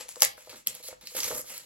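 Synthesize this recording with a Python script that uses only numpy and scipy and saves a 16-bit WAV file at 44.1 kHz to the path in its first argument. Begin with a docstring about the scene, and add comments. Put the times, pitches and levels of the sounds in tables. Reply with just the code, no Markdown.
"""Fingers rub and knock on a small hollow cardboard box, close to a stereo microphone in a quiet furnished room.
At about 0.22 s its flap snaps free in sharp cracks, bursts of noise with a crease resonance, and tears out.
Rubs, knocks, ticks and dull puffs of air follow: grains of friction, ringing box modes and low bands of noise.
From 1.14 s card slides over card in a grainy scrape, with knocks on the box; rubs and small snaps end it.
Diffuse echoes and a faint room tone surround the box."""
import sys
import numpy as np
from scipy import signal
from scipy.fft import rfft, irfft, next_fast_len
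from scipy.io import wavfile
from scipy.ndimage import map_coordinates

SR = 44100
rng = np.random.default_rng(int(sys.argv[2]) if len(sys.argv) > 2 else 0)


def generate_wav(signal):
    """Clip the signal to [-1, 1] and save it as 16-bit WAV at the path in sys.argv[1]."""
    frames = np.transpose(np.atleast_2d(signal))
    scaled = np.clip(frames, -1, 1) * 32767
    pcm = np.round(scaled).astype(np.int16)
    wavfile.write(sys.argv[1], SR, pcm)


N = 72765  # samples
TIME = np.arange(N) / SR  # seconds

# Snaps and ticks of stiff card. Each row: start in seconds, level in dB before colouring,
# decay in ms, pitch of the crease in Hz, high-pass corner in Hz.
SNAPS = [(0.09, -22.5, 0.7, 10500, 4660), (0.1236, -31, 0.22, 10000, 3000), (0.1580, -34, 2.4, 8100, 900),
         (0.2064, -14, 0.28, 10500, 5000), (0.2206, 1, .55, 10700, 2500), (0.2208, 0, .65, 7000, 900),
         (0.2216, -5, .7, 4200, 1500), (0.2319, -4.5, .6, 10900, 1800), (0.2492, -3.5, .5, 11500, 3000),
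         (0.2542, -49, .8, 7200, 900), (0.4950, -34, 0.97, 5840, 1000), (0.526, -41, 0.51, 6360, 800),
         (0.566, -49, 0.49, 7100, 782), (0.6710, -9.5, .8, 12200, 4500), (0.6713, -19, 1.1, 3300, 2000),
         (0.6722, -12.5, 1.1, 12000, 5000), (0.6728, -16, 1.2, 7800, 4000), (0.7500, -29, 1.2, 11300, 1980),
         (0.8620, -48, 0.48, 6000, 2510), (0.8850, -30, 1.05, 11200, 1500), (1.0113, -42, 1.3, 5040, 1500),
         (1.0570, -49, 0.31, 7040, 2520), (1.0718, -27, 1.7, 4040, 2800), (1.168, -23.5, 2.6, 11100, 4000),
         (1.2033, -22, 3.9, 5360, 2530), (1.2320, -20.5, 3.6, 5940, 990), (1.3270, -26, 0.39, 11000, 2000),
         (1.2415, -20.5, 0.82, 11200, 2000), (1.4085, -46, 0.5, 10900, 4000),
         (1.4150, -25.5, 0.61, 11100, 3880), (1.5215, -23, 0.19, 10200, 3000),
         (1.5790, -23.5, .7, 10900, 4230), (1.5930, -56, 0.43, 7800, 3070)]
# Spectral colour of the snaps. 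Each row: frequency in Hz, gain in dB.
SNAP_COLOUR = [(400, -3), (1200, -5.5), (2200, -1.5), (3500, -2.5), (6000, 0.5), (11000, .5), (16000, -2.5)]
CREASE_WIDTH_HZ, CREASE_DB = 1700, 1  # bandwidth; level relative to the burst

# The flap tears free. Each row of its colour: frequency in Hz, gain in dB.
TEAR_COLOUR = [(150, -29), (500, -6), (1200, -15), (2100, 13), (3000, -5.5), (4000, 13), (6000, -18),
               (11000, -7), (16000, -21)]
TEAR_START_S, TEAR_END_S, TEAR_DB, TEAR_FALL_DB_PER_S = 0.223, 0.268, -27.5, 167
TEAR_GRAINS_PER_S, TEAR_SPREAD_DB, TEAR_BOX_DB = 480, 4.5, -13

# Scrape of card on card. Each row: time in seconds, level in dB.
SLIDE = [(1.141, -56), (1.149, -38.5), (1.162, -34), (1.166, -30.5), (1.19, -32), (1.203, -36.5),
         (1.224, -37), (1.236, -35), (1.246, -27), (1.262, -35), (1.285, -34), (1.325, -41), (1.353, -31.5),
         (1.368, -36.5), (1.383, -32), (1.412, -40), (1.425, -67)]
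# Spectral colour of the scrape. Each row: frequency in Hz, gain in dB.
SLIDE_COLOUR = [(100, -9.5), (300, -0.5), (700, -8.5), (1300, 0), (2300, 2), (4500, 5), (7500, 6.5),
                (12000, 9.5), (16000, -8.5)]
SLIDE_GRAINS_PER_S, SLIDE_SPREAD_DB, SLIDE_BOX_DB = 7000, 0.5, -16.5
# Near its end the card grips less and the scrape loses its middle.
SLIDE_FREE_S, SLIDE_THIN_S, SLIDE_THIN_DB, SLIDE_THIN_HZ = 1.349, 0.018, -12.5, 3340

# Fingers rub the card. Each row: start in seconds, end in seconds, level at start in dB,
# level at end in dB (before tilt and squeak), treble tilt in dB per octave, squeak in dB.
RUBS = [(0.0, 0.084, -38, -60.5, -1.5, 3.5), (0.083, 0.196, -46, -54.5, 1.5, 1.5),
        (0.184, 0.224, -70, -23, 0.5, -4), (0.369, 0.423, -52.5, -51.5, -0.5, -1),
        (0.432, 0.484, -58, -54, -1, 6.5), (0.493, 0.543, -45.5, -49.5, -2.5, 8.5),
        (0.557, 0.618, -46, -59.5, -0.5, 3), (0.663, 0.73, -44.5, -49.5, -1, 8.5),
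        (0.742, 0.817, -44, -56.5, -0.5, 5), (0.826, 0.887, -48.5, -43.5, 3, 10),
        (0.901, 0.936, -48.5, -54, -3, 3), (1.012, 1.054, -50.5, -57, -2, 10),
        (1.053, 1.101, -49, -51.5, 1.5, 17.5), (1.105, 1.16, -51, -46, 1.5, 0),
        (1.412, 1.495, -65, -41.5, 1.5, 4.5), (1.496, 1.529, -41, -41.5, -1, -5.5),
        (1.538, 1.584, -44.5, -43, 0.5, 5.5), (1.596, 1.65, -50.5, -56, -0.5, 5)]
# Spectral colour of the rubs. Each row: frequency in Hz, gain in dB.
RUB_COLOUR = [(60, -18), (150, -21), (320, -4), (700, -4.5), (1400, -2.5), (2500, 2), (4000, -0.5),
              (6500, 4), (11000, 6), (16000, -6.5)]
RUB_ATTACK_S, RUB_RELEASE_S = 0.0013, 0.0091
RUB_GRAINS_PER_S, RUB_SPREAD_DB, RUB_BOX_DB = 6000, -0.5, -19
SQUEAK_HZ, SQUEAK_OCTAVES = 4150, 0.25

# Stick and slip make all friction flutter: random steps per second, depth in dB.
SLIP_PER_S, SLIP_DB = 200, 2

# Fingers and contents knock on the box. 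Each row: start in seconds, level in dB,
# pitch that the struck spot favours in Hz, hard tap in dB relative to that level.
KNOCKS = [(0.003, -42.5, 544, -13), (0.057, -48, 507, -21), (0.089, -50, 1010, 8), (0.158, -45, 930, 1),
          (0.167, -37.5, 505, -4.5), (0.204, -62, 546, -25), (0.2212, -14.5, 830, -4),
          (0.2304, -42, 644, 18), (0.379, -41.5, 655, 0), (0.473, -36.5, 700, -9), (0.492, -57, 610, 2),
          (0.529, -43.5, 617, 1.5), (0.545, -60.5, 490, 18), (0.563, -56.5, 650, 4),
          (0.706, -47.5, 500, -12), (0.756, -49, 590, -3), (0.802, -46.5, 560, -10),
          (0.843, -48.5, 554, -5), (0.887, -37, 536, -7), (0.928, -38.5, 485, -2.5), (1.034, -49, 396, -21),
          (1.119, -49.5, 484, -16), (1.150, -31.5, 487, -12.5), (1.180, -42, 483, -6),
          (1.206, -39.5, 490, -15), (1.244, -37, 520, -7), (1.276, -34.5, 560, -4),
          (1.306, -27.5, 513, -16), (1.313, -24.5, 624, -4), (1.324, -23.5, 650, -19),
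          (1.356, -33.5, 610, -18), (1.393, -37, 504, -9), (1.443, -55.5, 530, 8), (1.497, -56, 610, -12)]
# Resonances of the hollow box. Each row: frequency in Hz, level in dB, T60 in seconds.
BOX_MODES = [(394, -8, 0.029), (503.3, 1, 0.065), (609.5, -5.5, 0.081), (846, -4.5, 0.031),
             (1080, -9, 0.034), (1168, -11.5, 0.057), (1400, -3, 0.015), (2103, -8.5, 0.042),
             (2236, -25, 0.15)]
SPOT_DB_PER_OCT, CONTACT_S, GRIP_DETUNE = 15, 0.0012, 0.013  # detune: fraction of the mode's pitch
TAP_DECAY_S, TAP_LOW_HZ, TAP_HIGH_HZ = 0.0013, 572, 1440

# The box flexes and pushes air. Each row: start in seconds, level in dB, decay in seconds,
# lowest frequency in Hz, top frequency in Hz.
PUFFS = [(0.224, -53, 0.0082, 121, 408), (0.244, -66, 0.049, 35, 80), (0.478, -67.5, 0.083, 59.4, 220),
         (0.53, -54, 0.027, 220, 400), (0.675, -53, 0.021, 102, 330), (0.92, -64.5, .04, 45, 113),
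         (1.032, -57.5, 0.015, 135, 390), (1.241, -53, .025, 50, 181), (1.313, -49, 0.024, 110, 353),
         (1.333, -53, 0.011, 35.4, 93), (1.502, -66.5, 0.13, 126, 377)]

# The box drifts to the right. Each row: time in seconds, lead of the right channel in ms,
# left minus right level in dB.
DRIFT = [(0.0, 0.024, 4.5), (0.23, 0.063, 2.5), (0.67, 0.068, 0), (1.2, 0.065, -0.5), (1.65, 0.069, -0.5)]

# Reverberation time of the room. Each row: frequency in Hz, T60 in seconds.
ROOM_T60 = [(150, 0.34), (530, 0.42), (1400, 0.21), (3700, 0.32), (7000, 0.096), (12000, 0.25)]
# Strength of the echoes. Each row: frequency in Hz, level in dB.
ROOM_SEND = [(100, -2), (500, -10), (1000, -1), (2200, -2), (4500, -11), (8000, 0), (13000, -22.5)]
# Coherence of diffuse sound. Each row: frequency in Hz, left-right likeness from -1 to 1.
ROOM_LIKENESS = [(100, 0.59), (300, 0.19), (700, -0.8), (1400, -0.69), (4000, 0.38), (15000, 0.0084)]
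FIRST_ECHO_S = 0.0045
# Spectrum of the room tone. Each row: frequency in Hz, relative level in dB.
FLOOR = [(25, -44), (35, -2), (48, 0), (80, -3.5), (200, -5.5), (500, -19.5), (2000, -16), (8000, -13),
         (16000, -27)]
FLOOR_DB = -66

# Hollows in the microphone's treble. Each row: centre in Hz, half width in Hz, gain in dB.
MIC_DIPS = [(9000, 620, -21), (14450, 750, -12)]
CLIP_TOP, STOP_HZ = 0.95, 16800  # overload height; edge of the 60 dB stopband


def snaps():
    """Fracture: breaking fibres give a brief decaying noise burst that excites the crease's resonance."""
    out, t = np.zeros(N), TIME[:SR // 50]
    noises = rng.standard_normal((len(SNAPS), 2, len(t)))
    crease_t60 = np.log(1000) / (np.pi * CREASE_WIDTH_HZ)
    for (start, db, decay_ms, crease_hz, low_hz), noise in zip(SNAPS, noises):
        fade = np.exp(-t * 1000 / decay_ms)
        crease = ring(noise[1] * fade, crease_hz, crease_t60)
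        burst = rms_one(noise[0] * fade) + from_db(CREASE_DB) * rms_one(crease)
        high_pass = signal.butter(2, low_hz, "high", fs=SR, output="sos")
        burst = rms_one(signal.sosfilt(high_pass, burst))
        # A longer decay holds more energy.
        add(out, start, from_db(db) * burst * np.sqrt(np.mean(fade ** 2)))
    return colour(out, lambda hz: at_hz(SNAP_COLOUR, hz))


def tear():
    """Sparse friction: the flap drags out of its slot in a coarse, falling mid-range crackle."""
    gate = (TIME > TEAR_START_S) * np.clip((TEAR_END_S - TIME) / RUB_ATTACK_S, 0, 1)
    level_db = TEAR_DB - TEAR_FALL_DB_PER_S * np.maximum(TIME - TEAR_START_S, 0)
    crackle = friction(TEAR_GRAINS_PER_S, TEAR_SPREAD_DB, TEAR_COLOUR, TEAR_BOX_DB)
    return gate * from_db(level_db) * crackle


def slide():
    """Dense friction: card scrapes over card, and its middle range thins as the grip loosens."""
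    s, db = np.transpose(SLIDE)
    tight = friction(SLIDE_GRAINS_PER_S, SLIDE_SPREAD_DB, SLIDE_COLOUR, SLIDE_BOX_DB)
    loose = colour(tight, lambda hz: SLIDE_THIN_DB * hump(hz, SLIDE_THIN_HZ, octaves=0.65))
    free = np.clip((TIME - SLIDE_FREE_S) / SLIDE_THIN_S + 0.5, 0, 1)
    level_db = np.interp(TIME, s, db, left=-np.inf, right=-np.inf)  # silent outside the table
    return from_db(level_db) * ((1 - free) * tight + free * loose)


def rubs():
    """Friction in short strokes: each has its own loudness slope, brightness and tendency to squeak."""
    grain = friction(RUB_GRAINS_PER_S, RUB_SPREAD_DB, RUB_COLOUR, RUB_BOX_DB)
    out, size = np.zeros(N), next_fast_len(N)
    spectrum, hz = rfft(grain, size), np.fft.rfftfreq(size, 1 / SR)
    octaves = np.log2(np.maximum(hz, 600) / 5000)  # the tilt pivots at 5 kHz
    squeak = hump(hz, SQUEAK_HZ, SQUEAK_OCTAVES)
    for start, end, start_db, end_db, tilt, squeak_db in RUBS:
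        attack = np.clip((TIME - start) / RUB_ATTACK_S, 0, 1)
        release = np.exp(-np.maximum(TIME - end, 0) / RUB_RELEASE_S)
        level = from_db(np.interp(TIME, [start, end], [start_db, end_db]))
        stroke = irfft(spectrum * from_db(tilt * octaves + squeak_db * squeak), size)[:N]
        out += attack * release * level * stroke
    return out


def friction(per_s, spread_db, spectrum, box_db):
    """Stick-slip: fibres catch and let go in fluttering swarms of clicks, which also excite the box modes."""
    sizes = from_db(spread_db * np.minimum(rng.exponential(1, N), 5)) * rng.choice([-1, 1], N)
    flutter = np.interp(TIME * SLIP_PER_S, np.arange(N), rng.standard_normal(N))
    clicks = sizes * (rng.random(N) < per_s / SR) * from_db(SLIP_DB * flutter)
    hollow = np.zeros(N)
    for k, (hz, db, t60) in enumerate(BOX_MODES):
        hollow += (-1) ** k * from_db(db) * ring(clicks, hz, t60)
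    grains = colour(clicks, lambda hz: at_hz(spectrum, hz))
    return rms_one(grains) + from_db(box_db) * rms_one(hollow)


def knocks():
    """Modal excitation: a blow gives a dry tap, and modes near the struck spot's pitch answer most."""
    out, t = np.zeros(N), TIME[:SR // 5]
    contact = 1 - np.exp(-t / CONTACT_S)
    chances = rng.standard_normal((len(KNOCKS), len(BOX_MODES)))
    for (start, db, spot_hz, tap_db), chance in zip(KNOCKS, chances):
        add(out, start, from_db(db + tap_db) * thud(TAP_LOW_HZ, TAP_HIGH_HZ, TAP_DECAY_S))
        for (hz, mode_db, t60), grip in zip(BOX_MODES, chance):
            spot_loss_db = SPOT_DB_PER_OCT * abs(np.log2(hz / spot_hz))
            level_db = db + mode_db - spot_loss_db - 60 * t / t60
            tone = np.sin(2 * np.pi * hz * (1 + GRIP_DETUNE * grip) * t)
            add(out, start, from_db(level_db) * contact * tone)
    return out


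def puffs():
    """Volume displacement: flexing walls push air in dull, dying bands of low noise."""
    out = np.zeros(N)
    for start, db, decay_s, low_hz, top_hz in PUFFS:
        add(out, start, from_db(db) * thud(low_hz, top_hz, decay_s))
    return out


def drift(box):
    """Interaural cues: changing delay and level between the channels move the box to the right."""
    s, lead_ms, balance_db = np.transpose(DRIFT)
    lag = np.interp(TIME, s, lead_ms) * SR / 1000  # samples
    late = map_coordinates(box, [np.arange(N) - lag], order=5)
    lean = from_db(np.interp(TIME, s, balance_db) / 2)
    return np.array([late * lean, box / lean])


def room(x):
    """Reverberation: diffuse echoes, modelled as noise, die exponentially at a rate set band by band."""
    t, tail = TIME[:SR // 2], 0
    edges = np.geomspace(40, 19000, 19)
    for low, high in zip(edges, edges[1:]):
        hz = np.sqrt(low * high)
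        fade = from_db(-60 * t / at_hz(ROOM_T60, hz)) * (t > FIRST_ECHO_S)
        band_pass = signal.butter(2, [low, high], "band", fs=SR, output="sos")
        band = rms_one(signal.sosfilt(band_pass, stereo_noise(hz, len(t)) * fade))
        # Energy follows bandwidth, whatever the decay time.
        share = np.sqrt(2 * (high - low) / SR / len(t))
        tail = tail + from_db(at_hz(ROOM_SEND, hz)) * band * share
    return signal.fftconvolve(x[None], tail, axes=1)[:, :N]


def room_tone():
    """Stationary noise: a steady coloured background, with the left-right coherence of 200 Hz."""
    floor = colour(stereo_noise(200, N), lambda hz: at_hz(FLOOR, hz))
    return from_db(FLOOR_DB) * rms_one(floor)


def stereo_noise(hz, size):
    """Coherence: sum and difference noises make two channels as alike as diffuse sound at hz."""
    alike = np.clip(at_hz(ROOM_LIKENESS, hz), -1, 1)
    mid, side = rng.standard_normal((2, size))
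    return np.sqrt(1 + alike) * mid + np.sqrt(1 - alike) * side * np.array([[1], [-1]])


def thud(low_hz, high_hz, decay_s):
    """Damped band noise: a burst in one band starts at about rms 1 and decays exponentially."""
    fade = np.exp(-TIME[:SR // 2] / decay_s)
    noise = rng.standard_normal(len(fade)) * fade + 1e-18
    band_pass = signal.butter(2, [low_hz, high_hz], "band", fs=SR, output="sos")
    return rms_one(signal.sosfilt(band_pass, noise)) * np.sqrt(np.mean(fade ** 2))


def ring(push, hz, t60):
    """Damped resonator: two poles turn a unit click into a dying sine that starts at height 1."""
    r, w = from_db(-60 / (t60 * SR)), 2 * np.pi * hz / SR
    return signal.lfilter([0, np.sin(w)], [1, -2 * r * np.cos(w), r * r], push + 1e-18)


def colour(x, curve_db):
    """Minimum phase: folding the cepstrum gives a causal filter whose gain is curve_db(Hz)."""
    size = 2 * next_fast_len(N)
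    cepstrum = irfft(np.log(from_db(curve_db(np.fft.rfftfreq(size, 1 / SR)))))
    cepstrum[1:size // 2] *= 2
    cepstrum[size // 2 + 1:] = 0
    return irfft(rfft(x, size) * np.exp(rfft(cepstrum)))[..., :N]


def hump(hz, centre_hz, octaves):
    """Resonance shape: a bell curve of height 1 on a log-frequency axis."""
    return np.exp(-(np.log2(np.maximum(hz, 1) / centre_hz) / octaves) ** 2)


def at_hz(points, hz):
    """Logarithmic pitch: interpolate a table on a log-frequency axis."""
    f, v = np.transpose(points)
    return np.interp(np.log(np.maximum(hz, 1)), np.log(f), v)


def from_db(db):
    """Level law: 20 dB is a tenfold amplitude."""
    return 10 ** (np.asarray(db) / 20)


def rms_one(x):
    """Mean power: scale a signal to rms 1."""
    return x / np.sqrt(np.mean(x ** 2) + 1e-20)


def add(out, s, sound):
    """Superposition: mix a sound in at time s in seconds."""
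    i = int(np.clip(s * SR, 0, N - 1))
    out[i:i + len(sound)] += sound[:N - i]


def scene():
    """Superposition: the drifting direct sound of the box, its echoes and the room tone add up."""
    box = snaps() + tear() + slide() + rubs() + knocks() + puffs()
    return drift(box) + room(box) + room_tone()


def record(dry):
    """Transduction: the microphone has two treble hollows, clips at overload and loses the top."""
    def dips_db(f):
        return sum(db * np.exp(-((f - hz) / width) ** 2) for hz, width, db in MIC_DIPS)
    heard = np.clip(colour(dry, dips_db), -CLIP_TOP, CLIP_TOP)
    low_pass = signal.cheby2(16, 60, STOP_HZ, fs=SR, output="sos")
    return signal.sosfilt(low_pass, heard)


dry = scene()
out = record(dry)
generate_wav(out)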